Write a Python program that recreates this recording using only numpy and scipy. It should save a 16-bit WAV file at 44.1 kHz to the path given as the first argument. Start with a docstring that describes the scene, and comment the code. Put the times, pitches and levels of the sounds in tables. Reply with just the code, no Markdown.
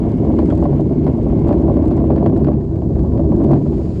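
"""Roller coaster, low banked curve.

A camera rides on the front of a steel car. The wheels rumble through the car's resonances, knock on
uneven rail and shake loose fittings into rattles and ticks; the track hums, a wheel whines faintly.
Wind buffets the microphone over a thin hiss that swells as the car enters a shelter.
A limiter holds the peaks."""
import sys
import numpy as np
from scipy.fft import rfft, irfft, next_fast_len
from scipy.io import wavfile
from scipy.ndimage import uniform_filter1d, minimum_filter1d, map_coordinates

SR = 44100
rng = np.random.default_rng(int(sys.argv[2]) if len(sys.argv) > 2 else 0)


def transcribe(u):
    """Save the signal u as a 16-bit wav file named by the first command-line argument.

    u: samples, shape (n,) or (channels, n), limited to [-1, 1]; the rate is SR.
    q: integer samples, one column per channel.
    """
    v = np.clip(np.atleast_2d(u).T, -1, 1)
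    q = np.round(v * 32767).astype(np.int16)
    wavfile.write(sys.argv[1], SR, q)


N = 176400

# ride envelopes (time [s], low rumble [dB], shell drone [dB], wind rush [dB])
RIDE_LEVELS = [(0, -21.5, -17.5, -27), (.15, -18.5, -18.5, -30.5), (.35, -20, -13, -28.5),
               (.55, -15.5, -16.5, -29), (.8, -22, -17, -30.5), (1.0, -21, -15.5, -33),
               (1.17, -20, -17.5, -31), (1.45, -17, -14.5, -27.5), (1.78, -18, -15, -27),
               (2.3, -19, -14.5, -29), (2.48, -19.5, -15, -29.5), (2.64, -22.5, -22.5, -36),
               (2.87, -19, -21, -36.5), (3.0, -16, -20, -32), (3.22, -16, -16.5, -30.5),
               (3.42, -19, -13.5, -28.5), (3.54, -19, -11, -27), (3.63, -22.5, -19.5, -35.5),
               (3.72, -20.5, -17, -33.5), (3.98, -21, -27, -36.5)]
# hiss envelopes (time [s], rolling [dB], air [dB])
HISS_LEVELS = [(0.0, -55.5, -65.5), (0.5, -57, -62), (0.66, -58.5, -65.5), (0.91, -57.5, -64.5),
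               (1.53, -55.5, -65.5), (2.33, -58.5, -68), (2.55, -64, -69), (2.78, -67, -66.5),
               (3.0, -64.5, -65), (3.37, -64.5, -65.5), (3.52, -58.5, -63.5), (3.96, -57.5, -58)]
# chassis resonances (frequency [Hz], width [Hz], gain [dB])
CHASSIS_MODES = [(58, 9.2, -1.5), (74.3, 5.9, 3), (108.5, 11, -0.5), (122, 6.9, -8.5), (176.3, 13, -1.5)]
# shell resonances (frequency [Hz], width [Hz], gain [dB])
SHELL_MODES = [(221.8, 25, -2.5), (257.8, 13, -1.5), (303.5, 23, -8), (330.3, 11.7, 1), (390.3, 22.8, -6)]
# rolling hiss (frequency [Hz], density [dB])
ROLLING_SPECTRUM = [(700, -11), (1300, 1), (1850, -3.5), (2150, -4), (2600, -5.5), (3050, -6.5),
                    (3600, -12), (6000, -31), (12000, -71)]

def wheel_rumble():
    """Rail roughness drives chassis and shell through the wheels, which hiss faintly."""
    low_db, drone_db, _ = curves(RIDE_LEVELS)
    rolling_db, _ = curves(HISS_LEVELS)
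    chassis = amp(low_db + 1) * resonating(CHASSIS_MODES, edge_hz=193.4, even_s=.12)
    shell = amp(drone_db - .5) * resonating(SHELL_MODES, edge_hz=462, even_s=.076)
    rolling = amp(rolling_db + 1.8 * wobble(60)) * noise(ROLLING_SPECTRUM)
    return chassis + shell + rolling


# wheel knocks (time [s], ring [dB], crack [dB])
WHEEL_KNOCKS = [(.248, -20.5, -51.5), (.387, -15.5, -34), (.457, -36, -44.5), (.501, -20.5, -40),
                (.523, -17.5, -46.5), (.625, -12.5, -43.5), (.637, -26, -44), (.654, -13, -42.5),
                (.729, -21.5, -51.5), (.795, -19.5, -48), (.907, -24.5, -53), (1.065, -15.5, -39.5),
                (1.075, -21, -46), (1.3, -26.5, -48.5), (1.472, -22.5, -39.5), (1.49, -16, -37.5),
                (1.509, -13.5, -48), (1.526, -21.5, -38.5), (1.68, -15.5, -49.5), (1.697, -14, -51.5),
                (1.768, -21, -44), (1.823, -23.5, -47.5), (1.912, -21, -46), (1.976, -26.5, -43),
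                (2.041, -19.5, -52.5), (2.102, -11, -41), (2.117, -23.5, -44.5), (2.16, -20.5, -40),
                (2.179, -21, -42.5), (2.226, -17, -52.5), (2.26, -10.5, -34), (2.325, -21.5, -53.5),
                (2.362, -25.5, -41.5), (2.443, -25, -39), (2.469, -25.5, -41.5), (2.482, -12.5, -43),
                (2.516, -25, -50), (2.756, -31, -50), (2.819, -24, -56), (2.953, -31.5, -49.5),
                (2.991, -28, -48), (3.133, -25, -55.5), (3.175, -24, -52), (3.194, -15.5, -48),
                (3.317, -18, -47.5), (3.401, -32, -48.5), (3.415, -21.5, -47), (3.444, -22.5, -48.5),
                (3.507, -14.5, -45), (3.514, -21.5, -41.5), (3.531, -11.5, -38.5), (3.558, -25.5, -48.5),
                (3.662, -23.5, -58)]
# modes of the struck car (frequency [Hz], gain [dB], T60 [s])
CAR_MODES = [(252, -1.5, 0.1), (308.3, 1.5, 0.44), (422, -4, 0.053), (482, -5.5, 0.21), (587, 4.5, 0.081),
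             (687, 4.5, 0.035), (783, -3, 0.056), (864, -12.5, 0.083), (978, -6, .055), (1111, -10, .045)]
# crack and clatter (frequency [Hz], density [dB])
CRACK_SPECTRUM = [(300, -10), (900, 2), (1400, 3), (1900, -3.5), (3000, -12), (3600, -17), (4600, -15),
                  (5800, -29), (7500, -29), (10000, -42.5), (12000, -56)]

def knocks():
    """Each wheel knock or small random rattle rings the car and sheds a crack, then gritty clatter."""
    _, _, rush_db = curves(RIDE_LEVELS)
    blows = list(WHEEL_KNOCKS)
    for s, size in random_events(per_s=18):  # rattles
        rattle_db = rush_db[int(s * SR)] + 1.7 * size
        blows.append((s, rattle_db - 3.5, rattle_db - 22.5))
    ring, crack, clatter = np.zeros((3, N))
    snap, tail = burst(rise_s=.0017, t60_s=.021), burst(rise_s=.0017, t60_s=.11)
    for s, ring_db, crack_db in blows:
        crack_gain = amp(crack_db + 1.2)
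        add(ring, s, car_ring(ring_db))
        add(crack, s, crack_gain * snap)
        add(clatter, s, crack_gain * amp(-9) * tail)
    grit = unit(amp(3.5 * np.tanh(wobble(280))))
    return ring + np.hypot(crack, clatter * grit) * evened(noise(CRACK_SPECTRUM), even_s=.0055)


def car_ring(ring_db, attack_s=.001, scatter_db=2, usual_db=-17):
    """One blow excites the car's damped modes; harder is brighter, and no two are alike."""
    t = np.arange(SR // 6) / SR
    hz, mode_db, t60_s = np.transpose(CAR_MODES)[:, :, None]
    size, detune, phase = rng.standard_normal((3, len(hz), 1))
    envelope = (1 - np.exp(-(t / attack_s) ** 2)) * amp(mode_db - 60 * t / t60_s)
    tilt_db = np.clip(.21 * (ring_db - usual_db) * np.log2(hz / hz.mean()), -4, 4)
    partials = np.sin(2 * np.pi * (hz * (1 + .018 * detune) * t + phase))
    ring = (amp(scatter_db * size + tilt_db) * envelope * partials).sum(0)
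    return amp(ring_db + 4.5) * ring / np.abs(ring).max()


# buffeting (frequency [Hz], density [dB])
BUFFET_SPECTRUM = [(10, -29), (25, -15), (38, -10), (52, -5.5), (120, -4.5), (300, -6), (420, -10.5),
                   (600, -23.5), (1200, -84.5), (3000, -120)]
# wind rush (frequency [Hz], density [dB])
RUSH_SPECTRUM = [(250, -30.5), (420, 0.5), (478, -10.5), (503, 0), (530, -1), (580, 0.5), (630, -5),
                 (675, 1), (715, -7.5), (760, -8.5), (890, -13.5), (970, -13.5), (1140, -21.5),
                 (1230, -30.5), (1700, -37), (3500, -76), (8000, -110)]
# air hiss (frequency [Hz], density [dB])
AIR_SPECTRUM = [(1500, -9.5), (3400, -5), (4300, 1.5), (5000, 0.5), (5800, -7), (6900, -0.5), (7900, -6),
                (8800, -12.5), (10400, -12), (11400, -25), (13300, -29.5), (14300, -57.5)]

def wind():
    """Air over the microphone: low buffeting, a fluttering rush, a smooth hiss."""
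    low_db, _, rush_db = curves(RIDE_LEVELS)
    _, air_db = curves(HISS_LEVELS)
    buffet = amp(low_db - 7.5) * unit(amp(3.5 * wobble(25)) * noise(BUFFET_SPECTRUM))
    rush = amp(rush_db) * unit(amp(2.5 * wobble(70)) * noise(RUSH_SPECTRUM))
    hiss = amp(air_db - .7) * noise(AIR_SPECTRUM)
    return buffet + rush + hiss


# track hum envelope (time [s], level [dB])
HUM_LEVELS = [(0, -25.5), (.62, -26.5), (.68, -19.5), (1.1, -19.5), (1.17, -33), (1.45, -19.5),
              (1.54, -40.5), (1.71, -16), (1.8, -37.5), (2.0, -19.5), (2.55, -21), (2.75, -25),
              (3.4, -28.5), (3.52, -15), (3.97, -40)]

def track_hum(pitch_hz=144.3, waver_hz=3, swing_db=2):
    """One wavering resonance of the steel track comes and goes under the car."""
    phase = 2 * np.pi * np.cumsum(pitch_hz + waver_hz * wobble(18)) / SR
    rms = amp(curves(HUM_LEVELS)[0] + swing_db * wobble(22))
    return np.sqrt(2) * rms * np.sin(phase)


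# clear ticks (time [s], level [dB])
CLEAR_TICKS = [(.1178, -51), (.174, -54.5), (.2513, -54), (0.3893, -57.5), (0.4563, -53.5), (0.473, -54),
               (0.501, -52), (.5234, -54), (0.5521, -51), (.577, -48), (.615, -57), (.638, -51.5),
               (0.8072, -52.5), (1.045, -55), (1.066, -56), (1.2288, -54), (1.2856, -55.5), (1.3926, -54),
               (1.471, -55.5), (1.4824, -47.5), (1.7403, -56), (1.8244, -55), (1.855, -52.5), (1.8781, -55),
               (1.88, -51.5), (1.9117, -54.5), (1.9673, -53), (2.3755, -50.5), (2.7567, -58), (2.9528, -56),
               (2.9915, -56), (3.362, -55.5), (3.4386, -52), (3.4452, -54), (3.5132, -45.5), (3.518, -52),
               (3.531, -57)]
# tick noise (frequency [Hz], density [dB])
TICK_SPECTRUM = [(800, -5), (2000, 5), (4700, 2), (5800, -4), (7600, -0.5), (8800, -5), (10300, -9.5),
                 (11300, -15.5), (13500, -19.5), (15000, -34.5)]

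def fitting_ticks(cluster_db=3.5, spread_db=2.5):
    """Loose fittings tick: clear ones among clusters of faint ones that grow with the rush."""
    _, _, rush_db = curves(RIDE_LEVELS)
    clear, faint = burst(rise_s=.00081, t60_s=.013), burst(rise_s=.0004, t60_s=.005)
    faint_db = -60 + .5 * (rush_db - rush_db.mean()) + cluster_db * wobble(11)
    envelope = np.zeros(N)
    for s, tick_db in CLEAR_TICKS:
        add(envelope, s, amp(tick_db + 1.5) * clear)
    for s, size in random_events(per_s=80):
        add(envelope, s, amp(faint_db[int(s * SR)] + spread_db * size) * faint)
    return envelope * evened(noise(TICK_SPECTRUM), even_s=.002)


# whine envelope (time [s], level [dB])
WHINE_LEVELS = [(0, -61.5), (.5, -61), (.56, -76), (.95, -63), (1.2, -64.5), (1.45, -59.5), (1.6, -74),
                (1.78, -64), (2.1, -68), (2.6, -85)]
# whining wheel's resonances (frequency [Hz], width [Hz], gain [dB])
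WHEEL_MODES = [(2160, 55, -1.5), (2840, 60, -11)]
# squeak resonances (frequency [Hz], width [Hz], gain [dB])
SQUEAK_PARTIALS = [(1400, 94, 0), (3300, 110, -1)]

def wheel_squeal(squeak_at_s=.499, squeak_s=.022, squeak_db=-40.5):
    """A thin whine while the wheels press sideways, and one short squeak of steel."""
    whine = amp(curves(WHINE_LEVELS)[0]) * resonating(WHEEL_MODES, edge_hz=2600, even_s=.078)
    stroke = np.sin(np.pi * np.clip((np.arange(N) / SR - squeak_at_s) / squeak_s, 0, 1))
    squeak = amp(squeak_db) * stroke * resonating(SQUEAK_PARTIALS, edge_hz=2900, even_s=.0065)
    return whine + squeak


def amp(db):
    """Decibels to gain."""
    return 10 ** (np.asarray(db) / 20)


def unit(x):
    """Scale to rms 1."""
    return x / np.sqrt(np.mean(x ** 2) + 1e-20)


def evened(x, even_s):
    """Hold rms near 1 over windows of even_s."""
    power = np.abs(uniform_filter1d(x ** 2, int(even_s * SR) + 1))
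    return unit(x / np.sqrt(power + 1e-12))


def curves(rows):
    """Per-sample curve for each column after the time."""
    times_s, *columns = np.transpose(rows)
    return [np.interp(np.arange(N) / SR, times_s, column) for column in columns]


def wobble(knots_per_s):
    """Smooth random curve, deviation about 1."""
    return map_coordinates(rng.standard_normal(2048), [np.arange(N) * knots_per_s / SR], mode="mirror")


def filtered(x, response):
    """Zero-phase filter with gain response(hz)."""
    n_fft = next_fast_len(N + SR // 2)
    return irfft(rfft(x, n_fft) * response(np.fft.rfftfreq(n_fft, 1 / SR)), n_fft)[:N]


def noise(spectrum):
    """Shaped noise, rms 1."""
    points_hz, points_db = np.transpose(spectrum)
    response = lambda hz: amp(np.interp(np.log(hz + 1), np.log(points_hz), points_db))
    return unit(filtered(rng.standard_normal(N), response))


def resonating(modes, edge_hz, even_s):
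    """Noise-driven resonances, low-passed at edge_hz, steady rms 1."""
    def response(hz):
        power = sum(amp(db) ** 2 / (1 + ((hz ** 2 - mode_hz ** 2) / (hz * width_hz + 1e-6)) ** 2)
                    for mode_hz, width_hz, db in modes)
        return np.sqrt(power / (1 + (hz / edge_hz) ** 16))
    return evened(filtered(rng.standard_normal(N), response), even_s)


def burst(rise_s, t60_s):
    """Envelope of one brief contact, peak 1."""
    t = np.arange(SR // 8) / SR
    shape = (1 - np.exp(-(t / rise_s) ** 2)) * amp(-60 * t / t60_s)
    return shape / shape.max()


def random_events(per_s):
    """Poisson events as rows (time [s], size [standard deviations])."""
    gap_draws, size_draws = rng.random((400, 2)).T
    times_s = np.cumsum(-np.log(1 - gap_draws)) / per_s
    sizes = np.sqrt(12) * (size_draws - .5)
    return np.column_stack([times_s, sizes])[times_s < N / SR]


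def add(track, at_s, sound):
    """Mix a sound in at a time."""
    part = track[max(0, round(at_s * SR)):][:len(sound)]
    part += sound[:len(part)]


def scene():
    """All sources at one microphone on the car."""
    rolling = wheel_rumble() + track_hum() + wheel_squeal()
    return (rolling + wind() + fitting_ticks() + knocks())[None]


def record(dry):
    """The camera's limiter turns peaks down smoothly; a band limit follows."""
    ceiling, smoothing_s, top_hz = .71, .0026, 15100
    span = int(smoothing_s * SR)
    needed_gain = np.minimum(1, ceiling / (np.abs(dry[0]) + 1e-9))
    held_gain = minimum_filter1d(needed_gain, 2 * span + 1)
    gain = uniform_filter1d(uniform_filter1d(held_gain, span), span)
    return filtered(dry[0] * gain, lambda hz: hz < top_hz)[None]


dry = scene()
out = record(dry)
transcribe(out)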